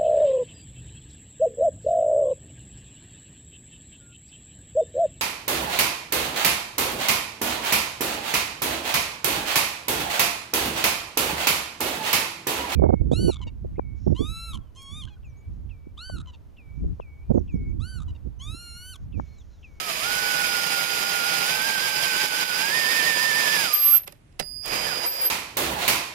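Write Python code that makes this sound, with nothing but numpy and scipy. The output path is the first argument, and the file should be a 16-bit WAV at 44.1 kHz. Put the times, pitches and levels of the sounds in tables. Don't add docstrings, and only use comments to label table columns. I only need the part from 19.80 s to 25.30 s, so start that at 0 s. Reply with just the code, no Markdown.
import sys
import numpy as np
from scipy import signal
from scipy.fft import rfft, irfft, next_fast_len
from scipy.io import wavfile
from scipy.ndimage import uniform_filter1d

SR = 44100
rng = np.random.default_rng(int(sys.argv[2]) if len(sys.argv) > 2 else 0)


def boost_factor(decibels):
    exponent = np.asarray(decibels, float) / 20
    return 10 ** exponent


def log_audio(samples):
    frames = np.atleast_2d(samples).T
    limited = np.clip(frames, -1, 1)
    pcm = np.round(limited * 32767).astype(np.int16)
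    wavfile.write(sys.argv[1], SR, pcm)


N = 242550
SIZE = next_fast_len(N + SR)
HZ = np.maximum(np.arange(SIZE // 2 + 1) * SR / SIZE, 1)
TIME = np.arange(N) / SR
LEFT_LAG = 17
FULL_SAG_HZ = 30


def in_time(tables):
    s, *columns = np.concatenate([np.array(rows, float) for rows in tables]).T
    s = s + 1e-6 * np.arange(len(s))
    return [np.interp(TIME, s, c) for c in columns]


def sounding(spans):
    inside = sum((TIME >= a) & (TIME <= b) for a, b in spans) * 1.
    return uniform_filter1d(inside, size=300)


def at_hz(points, hz):
    point_hz, point_db = np.array(points).T[:2]
    return np.interp(np.log(hz), np.log(point_hz), point_db)


def rms_one(x):
    return x / np.sqrt(np.mean(x ** 2) + 1e-20)


def drift(rate):
    r = np.exp(-80 * np.pi * rate / SR)
    slow = signal.lfilter([1], [1, -2 * r, r * r], rng.standard_normal(N // 40 + 2002))[2000:]
    return np.interp(np.arange(N) / 40, np.arange(len(slow)), rms_one(slow))


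def coloured(spectrum):
    bins = rfft(rng.standard_normal(SIZE)) * boost_factor(at_hz(spectrum, HZ))
    return rms_one(irfft(bins)[:N])


def ring(blows, hz, t60):
    r, w = boost_factor(-60 / (t60 * SR)), 2 * np.pi * hz / SR
    return signal.lfilter([0, np.sin(w)], [1, -2 * r * np.cos(w), r * r], blows + 1e-18)


def chuck():
    # time in seconds, rate at which gear teeth meet in Hz, sag once a chuck turn in Hz.
    speed = [(0, 1303, 5), (.068, 1283, 0), (.12, 1156, 0), (.189, 1125, 10), (.26, 1440, 15),
             (.42, 1491, 3), (.87, 1424, 3), (1.67, 1432, 24), (1.784, 1575, 40), (2.17, 1551, 34),
             (2.79, 1486, 33), (2.966, 1829, 28), (3.74, 1758, 24), (3.826, 1625, 0), (3.897, 1216, 0),
             (4.121, 1186, 0), (4.143, 1420, 0), (4.17, 1231, 0)]
    restart = [
        (5.06, 1780, 0),
        (5.078, 1750, 0),
        (5.172, 1215, 0),
    ]
    meshes_per_turn, start_rad = 281.5, 2.84
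    mean_hz, sag_hz = in_time([speed, restart])
    return mean_hz, sag_hz, start_rad + 2 * np.pi * np.cumsum(mean_hz) / SR / meshes_per_turn


def cutting():
    # time in seconds, level in dB.
    bite = [(0, -33.5), (.045, -40), (.094, -33), (.17, -35.5), (.23, -33), (.6, -32), (1.3, -32),
            (1.6, -30.5), (2.0, -32), (2.4, -31), (2.8, -32.5), (3.2, -29.5), (3.5, -30.5), (3.82, -29),
            (3.9, -33), (3.986, -40), (4.164, -40.5), (4.204, -54.5)]
    # time in seconds, level in dB.
    coast = [
        (4.22, -59),
        (4.256, -86),
        (4.278, -41),
        (4.29, -57.5),
        (4.42, -92),
    ]
    # time in seconds, level in dB.
    bite_again = [(4.824, -68), (4.856, -43.5), (4.96, -31.5), (5.0, -36.5), (5.036, -35), (5.23, -38.5),
                  (5.252, -36), (5.286, -45.5), (5.47, -41), (5.5, -51)]
    # start in seconds, then bench, board and gearbox in dB relative to the prongs.
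    stages = [
        (0, -13.5, -14.5, -4),
        (1.15, -13, -14.5, -4.5),
        (3.9, -21.5, -15, -2.5),
        (4.2, -6, -7.5, -11),
        (4.6, -7.5, -6.5, -4),
        (5.2, -14, -4.5, -4),
    ]
    # throb once a turn in dB, throb twice a turn in dB.
    throb = [
        (.8, 1.5),
        (.8, 1.4),
        (.8, 0.6),
        (.9, -0.05),
    ]
    once_lag, twice_lag = 0.15, -0.3
    (bite_db,), (_, sag_hz, angle) = in_time([bite, coast, bite_again]), chuck()
    stages = np.array(stages)
    now = np.searchsorted(stages[:, 0], TIME, "right") - 1
    _, bench, board, gearbox = stages[now].T
    shares_db = uniform_filter1d(np.array([bench, board, 0 * TIME, gearbox]), size=1500)
    throb_db = np.array(throb) @ [np.cos(angle + once_lag), np.cos(2 * angle + twice_lag)]
    return bite_db + shares_db + throb_db * sag_hz / FULL_SAG_HZ


def whine():
    # multiple of the motor speed, level in dB relative to the whine, unsteadiness in dB.
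    lines_of_motor = [
        (2.78, -26, 2.0),
        (8.35, -21, 3.0),
        (9.0, 0.1, 1.5),
        (18.0, -18, 3.5),
        (27.0, -24, 3.0),
    ]
    # gear mesh rate in Hz, level in dB.
    whine_law = [(1125, -54), (1200, -37.5), (1300, -39), (1430, -32.5), (1560, -31.5), (1800, -27.5)]
    pinion_teeth = 9
    second_prong, prong_lag = .52, 1.96
    (mean_hz, sag_hz, angle), bite_db = chuck(), cutting()[2]
    again, usual = TIME > 5, bite_db - np.median(bite_db)

    mesh_hz = mean_hz + sag_hz * (np.cos(angle) + second_prong * np.cos(2 * angle + prong_lag))
    tremble_hz = np.where(again, 30, 4 + .12 * sag_hz) * (drift(30) + drift(70))
    turn = 2 * np.pi * np.cumsum(mesh_hz + tremble_hz) / pinion_teeth / SR

    level_db = np.where(again, -41.5 + 2.6 * drift(30.0), at_hz(whine_law, mean_hz) + 0.3 * usual)
    lines = sum(boost_factor(db + waver_db * drift(15.0)) * np.sin(k * turn) for k, db, waver_db in lines_of_motor)

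    octaves_off = abs(np.log2(mean_hz / 1600.0))
    bars_db = -42 + 0.94 * usual - 8 * octaves_off - 9 * (TIME > 3.88)
    bars_db = np.where(again, -50, bars_db) + 7 + 3.5 * drift(25.0)
    bars = boost_factor(bars_db) * np.sin(5 * turn)
    return (lines * boost_factor(level_db + 8.5) + bars) * sounding([(0, 4.165), (5.065, 5.165)])


def grind(grain_db, patchy_db, together_db):
    grind_bands_hz = [
        230,
        500,
        3000,
        7500,
    ]
    # frequency in Hz, level in dB.
    grind_colour = [(100, -24), (220, -16), (850, -6), (1260, -7), (2400, -2), (4400, -9), (6000, -14.5),
                    (8000, -19), (10000, -17), (13000, -17.5), (14000, -23), (16000, -17.5)]
    # frequency in Hz, width in Hz, height in dB.
    body = [(157.3, 58, 5.5), (475, 200, 2.5), (2340, 39, 4.5), (2480, 37, 4), (2995, 28, -4),
            (3087, 80, 4), (5140, 780, 7.5), (6630, 630, 7.5), (8970, 1150, 4), (10580, 50, 5),
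            (10920, 920, 7), (11800, 840, 5.5), (13160, 400, 8), (14600, 600, 4.5)]
    # frequency in Hz, left minus right in dB.
    shadow = [(129, 4), (689, -9.5), (1248, -5), (1593, -15.5), (2885, -7.5), (5167, -6.5), (5986, -6),
              (7622, -1.2), (9603, -3), (10594, -20), (11498, -10.5), (12101, -14.7), (14125, -7),
              (15460, -10)]
    # frequency in Hz, share that the two microphones have in common (0 to 1).
    likeness = [(150, 0.97), (400, 0.55), (1000, 0.48), (3000, 0.13), (6000, 0.28), (12000, 0.15)]

    tears = (rng.random(SIZE) < 2500 / SR) * boost_factor(grain_db * np.minimum(rng.exponential(1, SIZE), 4))
    rough = np.sqrt(1 + uniform_filter1d(tears, size=24) * 1.4)
    peaks_db = sum(db / (1 + (2 * (HZ - hz) / width) ** 2) for hz, width, db in body)
    shape = boost_factor(at_hz(grind_colour, HZ) + peaks_db)
    near, apart = rfft(rng.standard_normal((2, SIZE)) * rough) * shape

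    late = np.exp(-2j * np.pi * HZ * LEFT_LAG / SR)
    alike = np.clip(at_hz(likeness, HZ), 0, 1)
    far = boost_factor(at_hz(shadow, HZ)) * (alike * near * late + np.sqrt(1 - alike ** 2) * apart)

    levels_db, together = cutting()[:, ::64], drift(42.0)
    steady_db = np.median(levels_db, axis=1, keepdims=True)
    prong_power = 2 * np.sum(abs(near[(HZ > 2000) & (HZ < 4500)]) ** 2)
    scale = boost_factor(steady_db[2]) / np.sqrt(prong_power) * SIZE

    edges = np.r_[np.geomspace(110, 1800, 11), np.geomspace(2100, 11600, 13), 13250, 16500]
    out = 0
    for low, high in zip(edges, edges[1:]):
        hz, inside = np.sqrt(low * high), (HZ >= low) & (HZ < high)
        weights = [np.interp(np.log(hz), np.log(grind_bands_hz), row) for row in np.eye(4)]
        level_db = np.repeat(weights @ (levels_db - steady_db), 64)[:N]
        flicker_db = patchy_db * drift(15.5) + together_db * together
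        both = irfft(np.array([far, near]) * inside)[:, :N]
        out = out + boost_factor(level_db + flicker_db) * both
    return out * scale * boost_factor(5.0) * sounding([(0, 4.4), (4.815, 5.6)])


def rasp():
    # frequency in Hz, level in dB, time to die by 60 dB in seconds.
    prong_modes = [(594, -5, 0.037), (2298, -0.5, 0.032), (2508, -1, 0.078), (3010, -3, 0.052),
                   (3046, -1.5, 0.028), (3410, -4.5, 0.065)]
    chance = 260 * boost_factor(4.0 * drift(12.0)) / SR
    strength = boost_factor(3.7 * np.minimum(rng.exponential(1, N), 2.5))
    snaps = (rng.random(N) < chance) * strength
    dealt = rng.integers(0, len(prong_modes), N)
    rings = sum(boost_factor(db) * ring(snaps * (dealt == k), hz, t60) for k, (hz, db, t60) in enumerate(prong_modes))
    return rms_one(rings) * boost_factor(cutting()[2] - 7.0)


def chopper():
    # time in seconds, level of the tone in dB.
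    chopper_levels = [
        [(0, -52), (.34, -42), (2.7, -40), (3.05, -38), (3.84, -38.5), (4.15, -49)],
        [(4.59, -45), (4.88, -40), (4.92, -36), (5.25, -37), (5.3, -44.5), (5.4, -38.5), (5.5, -41.5)],
    ]
    # time in seconds, level of the overtones in dB.
    overtone = [(0, -64), (4.2, -68), (4.6, -67), (4.65, -51.5), (4.85, -56), (4.95, -62), (5.5, -52.5)]
    (tone_db,), (overtone_db,) = in_time(chopper_levels), in_time([overtone])
    phase = 2 * np.pi * 4883.6 * TIME

    overtone_db = overtone_db + 2.5 * drift(12) * (TIME > 4.85)
    overtones = boost_factor(overtone_db) * (np.sin(2 * phase) + boost_factor(-7.0) * np.sin(3 * phase))
    side = boost_factor(-53 + 1.5 * drift(20.0)) * np.sin(2 * np.pi * 5410 * TIME)
    side = side * sounding([(4.83, 4.895), (5.19, 5.25), (5.32, 5.42)])

    _, sag_hz, angle = chuck()
    tone_db = tone_db + 0.5 * np.cos(angle + 1) * sag_hz / FULL_SAG_HZ
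    tone = boost_factor(tone_db + 1.9 * drift(20.0)) * np.sin(phase)
    return (tone + overtones + side) * boost_factor(12.0) * sounding([(0, 4.165), (4.593, 5.485)])


def workshop():
    # time in seconds, level of the rumble in dB.
    rumble_levels = [(0, -54.5), (1.4, -57.5), (2.7, -64), (3.2, -53), (3.9, -63.5), (4.4, -54.5),
                     (5.08, -51), (5.5, -69)]
    # frequency in Hz, level in dB per Hz.
    rumble_colour = [(15, -33), (25, -4), (113, -9), (133, -6.5), (162, -15.5), (317, -22), (400, -25),
                     (520, -64), (880, -120)]
    # frequency in Hz, level in dB per Hz.
    hush_colour = [(180, -25), (300, -7), (1470, -19), (2320, -17.5), (5000, -28.5), (8000, -28),
                   (10600, -27), (12000, -41)]
    level_db, = in_time([rumble_levels])
    own = np.array([coloured(rumble_colour), coloured(rumble_colour)])
    rumble = coloured(rumble_colour) + 0.58 * own
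    hush = np.array([coloured(hush_colour) * boost_factor(-4.5), coloured(hush_colour)])
    return rumble * boost_factor(level_db + 1.4 * drift(3.0)) + hush * boost_factor(-65.5 + 4.0)


def squeal():
    # time in seconds, pitch in Hz, level in dB, left minus right in dB.
    squeal_path = [
        [(3.926, 12560, -33, -10), (3.94, 12480, -10.5, -10), (3.97, 12330, -35.5, 18), (4.008, 12500, -18, -4),
         (4.068, 12440, -12.5, -6), (4.105, 12440, -14.5, -7), (4.148, 12526, -8, -12),
         (4.181, 12290, -16.5, -9), (4.193, 12090, -34, -15)],
        [(5.256, 12400, -40, 4), (5.264, 12440, -24.5, 4.5), (5.316, 12350, -30, -1), (5.4, 12260, -36, 0),
         (5.418, 12284, -26.5, 6), (5.453, 12290, -20, -3), (5.46, 12520, -16, -3), (5.479, 12400, -22, 0),
         (5.5, 12360, -34, -13)],
    ]
    hz, level_db, left_db = in_time(squeal_path)
    second = TIME > 5
    tremble_hz = np.where(second, 25.0, 12.0) * drift(54.0)
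    phase = 2 * np.pi * np.cumsum(hz + tremble_hz) / SR
    beat = 1 + 0.026 * np.sin(2 * np.pi * 1195 * TIME)
    tone = boost_factor(level_db + 3 + .7 * drift(40)) * beat * sounding([(3.924, 4.197), (5.252, 5.6)])
    shift = np.where(second, -2.5 + .5 * drift(14.0), .9)
    return tone * np.sin(phase), tone * np.sin(phase + shift) * boost_factor(left_db)


def crack(rows, t60, low_hz, high_hz):
    blows = np.zeros(N)
    blows[(rows[:, 0] * SR).astype(int) + 50] = boost_factor(rows[:, 1])
    fade = boost_factor(-60 * np.arange(1500) / SR / t60)
    burst = np.convolve(blows, fade)[:N] * rng.standard_normal(N)
    return signal.sosfilt(signal.butter(1, [low_hz, high_hz], "band", fs=SR, output="sos"), burst)


def clicks():
    # time in seconds, peak in dB, brightness in dB.
    click_rows = [(4.234, -34, -5), (4.24, -38, -2), (4.267, -38, -15), (4.276, -29, -14.5),
                  (4.276, -25, -6), (4.283, -47, -11), (4.323, -33, -7.5), (4.353, -51, -17),
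                  (4.524, -48, -17), (4.592, -19, -8), (4.596, -16, -12), (4.596, -8, -6), (4.6, -15, -27),
                  (4.604, -23, -24), (4.609, -19.5, -23), (4.624, -25, -17)]
    # frequency in Hz, level in dB, time to die by 60 dB in seconds.
    casing = [(157, -6, 0.14), (404, -14, 0.059), (585, -2, 0.055), (790, -8, 0.03), (1860, -4, 0.027),
              (2660, -5, 0.023), (3980, -4, 0.02), (5140, -3, 0.021), (10500, -7, 0.01)]
    # time in seconds,
    # peak in dB.
    ticks = [
        (4.275, -36.5),
        (4.322, -43),
        (4.859, -28),
        (4.878, -30),
        (4.959, -30),
    ]
    rows, out = np.array(click_rows), np.zeros(N)
    at = (rows[:, 0] * SR).astype(int)
    spread = rng.normal(0, 1.8, (len(at), len(casing)))
    for k, (hz, db, t60) in enumerate(casing):
        blows = np.zeros(N)
        late = int(SR * (.001 + 2.5 / hz))
        bright_db = (hz > 6000) * (rows[:, 2] + 17.0)
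        blows[at + late] = boost_factor(rows[:, 1] + db - 11.0 + spread[:, k] + bright_db)
        out += ring(blows, hz, t60)
    cracks = boost_factor(-0.5) * crack(rows, 0.021, 500, 3500)
    return out + cracks + boost_factor(11.0) * crack(np.array(ticks), 0.014, 8000, 15000)


def pair(x, left_db):
    return np.array([np.roll(x, LEFT_LAG) * boost_factor(left_db), x])


def room(x):
    t60, level_db = 0.24, -25
    t = np.arange(SR // 2) / SR
    echoes = rng.standard_normal((2, len(t))) * boost_factor(-60 * t / t60) * (t > .006)
    echoes /= np.sqrt(np.sum(echoes ** 2, axis=1, keepdims=True))
    return boost_factor(level_db) * signal.fftconvolve(x[None], echoes, axes=1)[:, :N]


def scene():
    gears, tone, taps, (right, left) = whine(), chopper(), clicks(), squeal()
    direct = pair(gears, -21.0) + pair(tone, -20.5) + pair(taps, -13.5) + np.array([left, right])
    wet = room(gears + boost_factor(-31.0) * tone + boost_factor(1.5) * taps + boost_factor(5.0) * right)
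    wood = grind(grain_db=5.0, patchy_db=0.8, together_db=0.77) + pair(rasp(), -6.0)
    return direct + wet + wood + workshop()


def low_pass(x):
    return signal.sosfilt(signal.butter(12, 16890, fs=SR, output="sos"), x)


def record(dry):
    # time in seconds, depth in dB, recovery in seconds.
    ducks = [(1.05, 2.5, 0.11), (1.91, 1, 0.15), (2.095, 0.5, 0.083), (2.27, 1, 0.088), (2.462, 4, 0.1),
             (2.643, 5, 0.074), (3.31, 2.5, 0.12), (3.46, 1.5, 0.21), (3.879, 1, 0.16)]
    # start in seconds, end in seconds.
    starved = [
        (3.955, 4.585),
        (5.245, 5.6),
    ]
    cutoff_hz, starved_hz, edge_hz = 15720, 13300, 130
    duck_db = sum(-db * np.clip(1 - (TIME - s) / back_s, 0, 1) * (TIME >= s) for s, db, back_s in ducks)
    ducked = dry * boost_factor(uniform_filter1d(duck_db, size=200))
    bins = rfft(ducked, SIZE) * np.clip((cutoff_hz - HZ) / edge_hz, 0, 1)
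    top = irfft(bins * np.clip((HZ - starved_hz) / edge_hz / 2, 0, 1))[:, :N]
    mix = irfft(bins)[:, :N] - top * sounding(starved)
    return low_pass(mix)


dry = scene()
out = record(dry)
log_audio(out)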